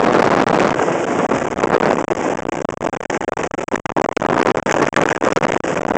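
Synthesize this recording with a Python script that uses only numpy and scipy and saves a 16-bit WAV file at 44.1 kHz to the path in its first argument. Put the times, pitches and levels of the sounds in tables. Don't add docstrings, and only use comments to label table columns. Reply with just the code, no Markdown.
import sys
import numpy as np
from scipy.fft import rfft, irfft, next_fast_len
from scipy.io import wavfile
from scipy.ndimage import map_coordinates

SR = 44100
rng = np.random.default_rng(int(sys.argv[2]) if len(sys.argv) > 2 else 0)


def file_out(sig):
    cols = np.atleast_2d(sig).T
    lim = np.clip(cols, -1, 1)
    pcm = np.round(lim * 32767).astype(np.int16)
    wavfile.write(sys.argv[1], SR, pcm)


N = 263277
T = np.arange(N) / SR
HZ = np.fft.rfftfreq(next_fast_len(N + SR // 2), 1 / SR)

# (start [s], length [s], relative wake level [dB])
GUSTS = [(0.441, 0.025, 0), (1.266, 0.023, 2), (1.485, 0.018, -7), (1.542, 0.019, -8), (1.657, 0.015, -1),
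         (1.781, 0.021, 5), (2.026, 0.016, -1), (2.049, 0.029, 1), (2.085, 0.019, 4), (2.133, 0.017, 1),
         (2.355, 0.016, -2), (2.404, 0.018, 1), (2.433, 0.02, -8), (2.453, 0.015, -7), (2.469, 0.017, 5),
         (2.496, 0.025, 1), (2.623, 0.024, 2), (2.652, 0.037, 2), (2.708, 0.015, -6), (2.743, 0.03, -7),
         (2.776, 0.032, -8), (2.872, 0.016, -2), (2.897, 0.032, 4), (2.97, 0.034, -2), (3.011, 0.017, 5),
         (3.038, 0.015, 1), (3.058, 0.04, -1), (3.176, 0.031, 4), (3.247, 0.033, 2), (3.294, 0.027, 0),
         (3.335, 0.033, -1), (3.475, 0.034, -2), (3.514, 0.024, 1), (3.55, 0.029, 2), (3.64, 0.04, 2),
         (3.687, 0.028, -2), (3.762, 0.016, -8), (3.779, 0.018, -8), (3.799, 0.057, 3), (3.864, 0.03, -1),
         (3.903, 0.016, -2), (3.921, 0.044, -1), (4.017, 0.023, 2), (4.061, 0.027, -1), (4.091, 0.022, -7),
         (4.129, 0.038, 5), (4.173, 0.026, -6), (4.266, 0.021, 5), (4.429, 0.021, -6), (4.518, 0.029, -8),
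         (4.6, 0.026, -2), (4.628, 0.033, 5), (4.725, 0.017, 3), (4.889, 0.039, -8), (4.943, 0.021, 8),
         (5.038, 0.017, 3), (5.128, 0.021, -4), (5.178, 0.032, -7), (5.288, 0.016, 0), (5.332, 0.028, 7),
         (5.388, 0.022, 7), (5.504, 0.016, 3), (5.577, 0.027, -5), (5.605, 0.032, -1), (5.792, 0.016, 0),
         (5.833, 0.018, 1), (5.92, 0.016, -8)]


def amp(db):
    return 10 ** (np.asarray(db) / 20)


def unit(x):
    return x / np.sqrt(np.mean(x ** 2) + 1e-20)


def curve(points):
    return np.interp(T, *np.transpose(points))


def shape(points):
    hz, db = np.transpose(points)
    return amp(np.interp(np.log(HZ + 1), np.log(hz + 1), db))


def filtered(x, response):
    return irfft(rfft(x, 2 * len(HZ) - 2) * response)[:N]


def poles(centre_hz, q):
    return 1 / (1 - (HZ / centre_hz) ** 2 + 1j * HZ / (centre_hz * q))


def noise(spectrum):
    return unit(filtered(rng.standard_normal(N), shape(spectrum)))


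def wobble(rate_hz):
    return map_coordinates(rng.standard_normal(N // 8), [T * rate_hz + 2])


def engine(hull_db, throb, drift):
    # (time [s], rate [Hz])
    cycle_rate = [(0, 27.94), (2.3, 28.43), (3.2, 27.73), (6, 28.34)]
    # (multiple of cycle rate, level [dB])
    orders = [(6, -20), (9, -24), (12, -24), (16, -27), (18, -27), (20, -32), (26, -34), (30, -32),
              (40, -36), (48, -39), (57, -38), (69, -42)]
    # (frequency [Hz], relative level [dB])
    hull_spectrum = [(25, 8.5), (60, 12), (120, 8.5), (200, -7.5), (300, 7), (500, -4.5), (800, -9),
                     (1300, -22.5), (2000, -18.5), (3000, -24.5), (5000, -47), (9000, -26.5)]
    cycles = np.cumsum(curve(cycle_rate) * (1 + drift * wobble(4.096))) / SR
    tones = sum(amp(db + 2 * wobble(4)) * np.sin(2 * np.pi * (order * cycles + rng.random()))
                for order, db in orders)
    firing = np.cos(2 * np.pi * 6 * cycles)
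    return np.sqrt(2) * tones + amp(hull_db) * noise(hull_spectrum) * (1 + throb * firing)


def water(hiss_db, flutter_db, swell_db):
    # (frequency [Hz], relative level [dB])
    hiss_spectrum = [(1000, -9), (3000, -21.5), (5000, 1), (6800, 7), (8000, 4.5), (12000, -20.5)]
    return amp(hiss_db + flutter_db * wobble(70) + swell_db * wobble(4.4)) * noise(hiss_spectrum)


def surges(blast_s, wake_s):
    # (time [s], relative level [dB])
    blasts = [(.152, 7), (0.244, 5), (0.351, 2), (.405, 3), (0.526, 4), (0.646, 4.5), (.91, 6),
              (1.192, 8.5), (1.351, 12), (1.467, 8.5), (1.636, 6.5), (1.737, 7), (2.122, 4), (2.868, 6),
              (3.291, 2), (3.401, 2), (3.753, 11), (4.01, 4.5), (4.346, 0.5), (4.51, 4), (4.747, 5),
              (4.825, 6.5), (5.02, 5.5), (5.247, 2.5), (5.37, 3), (5.455, 11.5)]
    starts, lengths, wake_db = np.transpose(GUSTS)
    latest = np.maximum(np.searchsorted(starts + lengths / 2, T) - 1, 0)
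    wakes = wake_db[latest] * np.exp(-((T - (starts + lengths)[latest]) / wake_s) ** 2)
    return wakes + sum(db * np.exp(-((T - s) / blast_s) ** 2) for s, db in blasts)


def wind_strength(surge_db, contrast, flutter_db):
    # (time [s], relative level [dB])
    swells = [(0, -13.5), (.2, -11), (.66, -13), (.83, -22), (1.12, -23.5), (1.25, -21.5), (1.52, -24.5),
              (1.7, -15.5), (1.88, -15), (2.0, -21), (2.3, -23), (2.85, -22.5), (3.1, -27.5), (3.3, -23),
              (3.6, -27.5), (4.0, -18.5), (4.3, -14), (4.5, -13), (4.69, -20.5), (5.0, -14), (5.17, -19.5),
              (5.45, -15), (5.7, -24), (5.9, -16)]
    return amp(contrast * (curve(swells) + surge_db + flutter_db * wobble(110) + 18))


def vortices(strength, shed_hz, scatter, swing):
    turns = np.cumsum(shed_hz * np.exp(scatter * wobble(300))) / SR
    peak = swing * strength ** 2 * amp(4 * wobble(140))
    return np.minimum(peak, 3.4) * np.sin(2 * np.pi * turns)


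def wind(strength, roar_db, spray_db, roar_lump_db, spray_lump_db):
    # (frequency [Hz], relative level [dB])
    roar_spectrum = [(40, 5.5), (200, -6.5), (450, 3), (900, -4.5), (1600, -14.5), (2500, -26.5),
                     (4000, -60.5), (8000, -48.5)]
    # (frequency [Hz], relative level [dB])
    spray_spectrum = [(500, -23.5), (1500, 8), (2500, 0), (4000, -13), (7000, -5.5), (12000, -19)]
    # (time [s], relative level [dB])
    wetness = [(0, -10), (.7, 0.5), (1.8, -3.5), (3.5, 6.5), (4.3, 0.5), (5.1, 10), (6, -3.5)]
    roar = unit(noise(roar_spectrum) * amp(roar_lump_db * wobble(200)))
    fizz = unit(noise(spray_spectrum) * amp(spray_lump_db * wobble(300)))
    return strength * (amp(roar_db) * roar + amp(spray_db + curve(wetness)) * fizz)


def jams(surge_db, eddy_s, log_spread, jitter, min_gap_s, thinning):
    # (time [s], rate [1/s])
    eddy_rate = [(0, 46), (.72, 46), (.8, 1), (1.22, 0.91), (1.3, 41.8), (1.52, 70), (2.15, 52.2),
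                 (2.26, 3), (2.42, 59.8), (3.0, 50.9), (3.13, 2.9), (3.23, 58), (3.58, 21.8), (3.75, 46.5),
                 (4.2, 62), (4.55, 70), (4.68, 39.4), (4.9, 58), (5.55, 50.2), (5.7, 0.79), (5.88, 60)]
    passed = np.cumsum(np.maximum(curve(eddy_rate), 1) * amp(-thinning * surge_db)) / SR
    rows = [(s, length) for s, length, _ in GUSTS]
    lulls = zip([0] + [s + length for s, length in rows], [s for s, _ in rows] + [T[-1]])
    for (begin, end), draws in zip(lulls, rng.standard_normal((len(GUSTS) + 1, 2, 100))):
        first, last = np.interp([begin, end], T, passed)
        count = max(round(last - first), 0)
        late, size = draws[:, :count]
        places = (np.arange(count) + .5 + jitter * late) / max(count, 1)
        middles = np.interp(first + (last - first) * np.sort(places), passed, T)
        for middle, length in zip(middles, eddy_s * np.exp(log_spread * size)):
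            start = max(middle - length / 2, begin + min_gap_s)
            stop = min(middle + length / 2, end - min_gap_s)
            if stop > start:
                rows.append((start, stop - start))
                begin = stop
    return sorted(rows)


def gusts(rows, strength, rise_s, steepen, reversal_chance):
    pressure, side = np.zeros(N), 1
    for (s, length), draw in zip(rows, rng.random(len(rows))):
        side = -side if draw < reversal_chance else side
        near = slice(max(int((s - .01) * SR), 0), int((s + length + .01) * SR))
        inside_s = np.minimum(T[near] - s, s + length - T[near])
        front = inside_s / rise_s * strength[near] ** steepen
        pressure[near] += side * np.exp(np.minimum(front, np.pi))
    return pressure


def drops(level_db, ring_hz, t60_s):
    # (time [s], relative level [dB])
    impacts = [(4.7238, -4), (4.784, -9), (5.472, -5.5)]
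    out, t = np.zeros(N + SR), np.arange(SR // 50) / SR
    for s, db in impacts:
        tick = np.sin(2 * np.pi * ring_hz * t) + .5 * rng.standard_normal(len(t))
        out[round(s * SR):][:len(t)] += amp(db + level_db - 60 * t / t60_s) * tick
    return out[:N]


def scene():
    boat = engine(hull_db=-11.5, throb=0.69, drift=0.00101)
    boat += water(hiss_db=-34.5, flutter_db=1.7, swell_db=-0.9)
    surge_db = surges(blast_s=.013, wake_s=.013)
    strength = wind_strength(surge_db, contrast=1.086, flutter_db=1.93)
    air = vortices(strength, shed_hz=179.8, scatter=.52, swing=0.89)
    air += wind(strength, roar_db=-11.5, spray_db=-24.5, roar_lump_db=5.0, spray_lump_db=7.5)
    ticks = drops(level_db=7, ring_hz=6800, t60_s=0.0025)
    rows = jams(surge_db, eddy_s=0.00828, log_spread=.25, jitter=.22, min_gap_s=.002, thinning=.9)
    air += gusts(rows, strength, rise_s=0.00052, steepen=0.35, reversal_chance=.92)
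    return (boat + air + ticks)[None]


def preamplifier(x, cut_hz, cut_q):
    # (frequency [Hz], gain [dB])
    roll_off = [(20, 3), (7000, -2), (7700, -4), (8400, -12.5), (8900, -35), (9600, -59), (11000, -88)]
    low_cut = -(HZ / cut_hz) ** 2 * poles(cut_hz, cut_q)
    return filtered(np.clip(x, -1, 1), low_cut * shape(roll_off))


def treble_notch(x, from_s, centre_hz, q, gain_db):
    band = 1j * HZ / (centre_hz * q) * poles(centre_hz, q)
    return np.where(T < from_s, x, filtered(x, 1 - (1 - amp(gain_db)) * band))


def record(dry):
    ceiling, top_hz = .71, 16800
    x = preamplifier(dry[0], cut_hz=519, cut_q=0.62)
    x = .9 * treble_notch(x, from_s=0.76, centre_hz=4203, q=2.3, gain_db=-14.0)
    x = x / (1 + (x / ceiling) ** 12) ** (1 / 12)
    return filtered(x, poles(centre_hz=7500, q=.75) * (HZ < top_hz))[None]


dry = scene()
out = record(dry)
file_out(out)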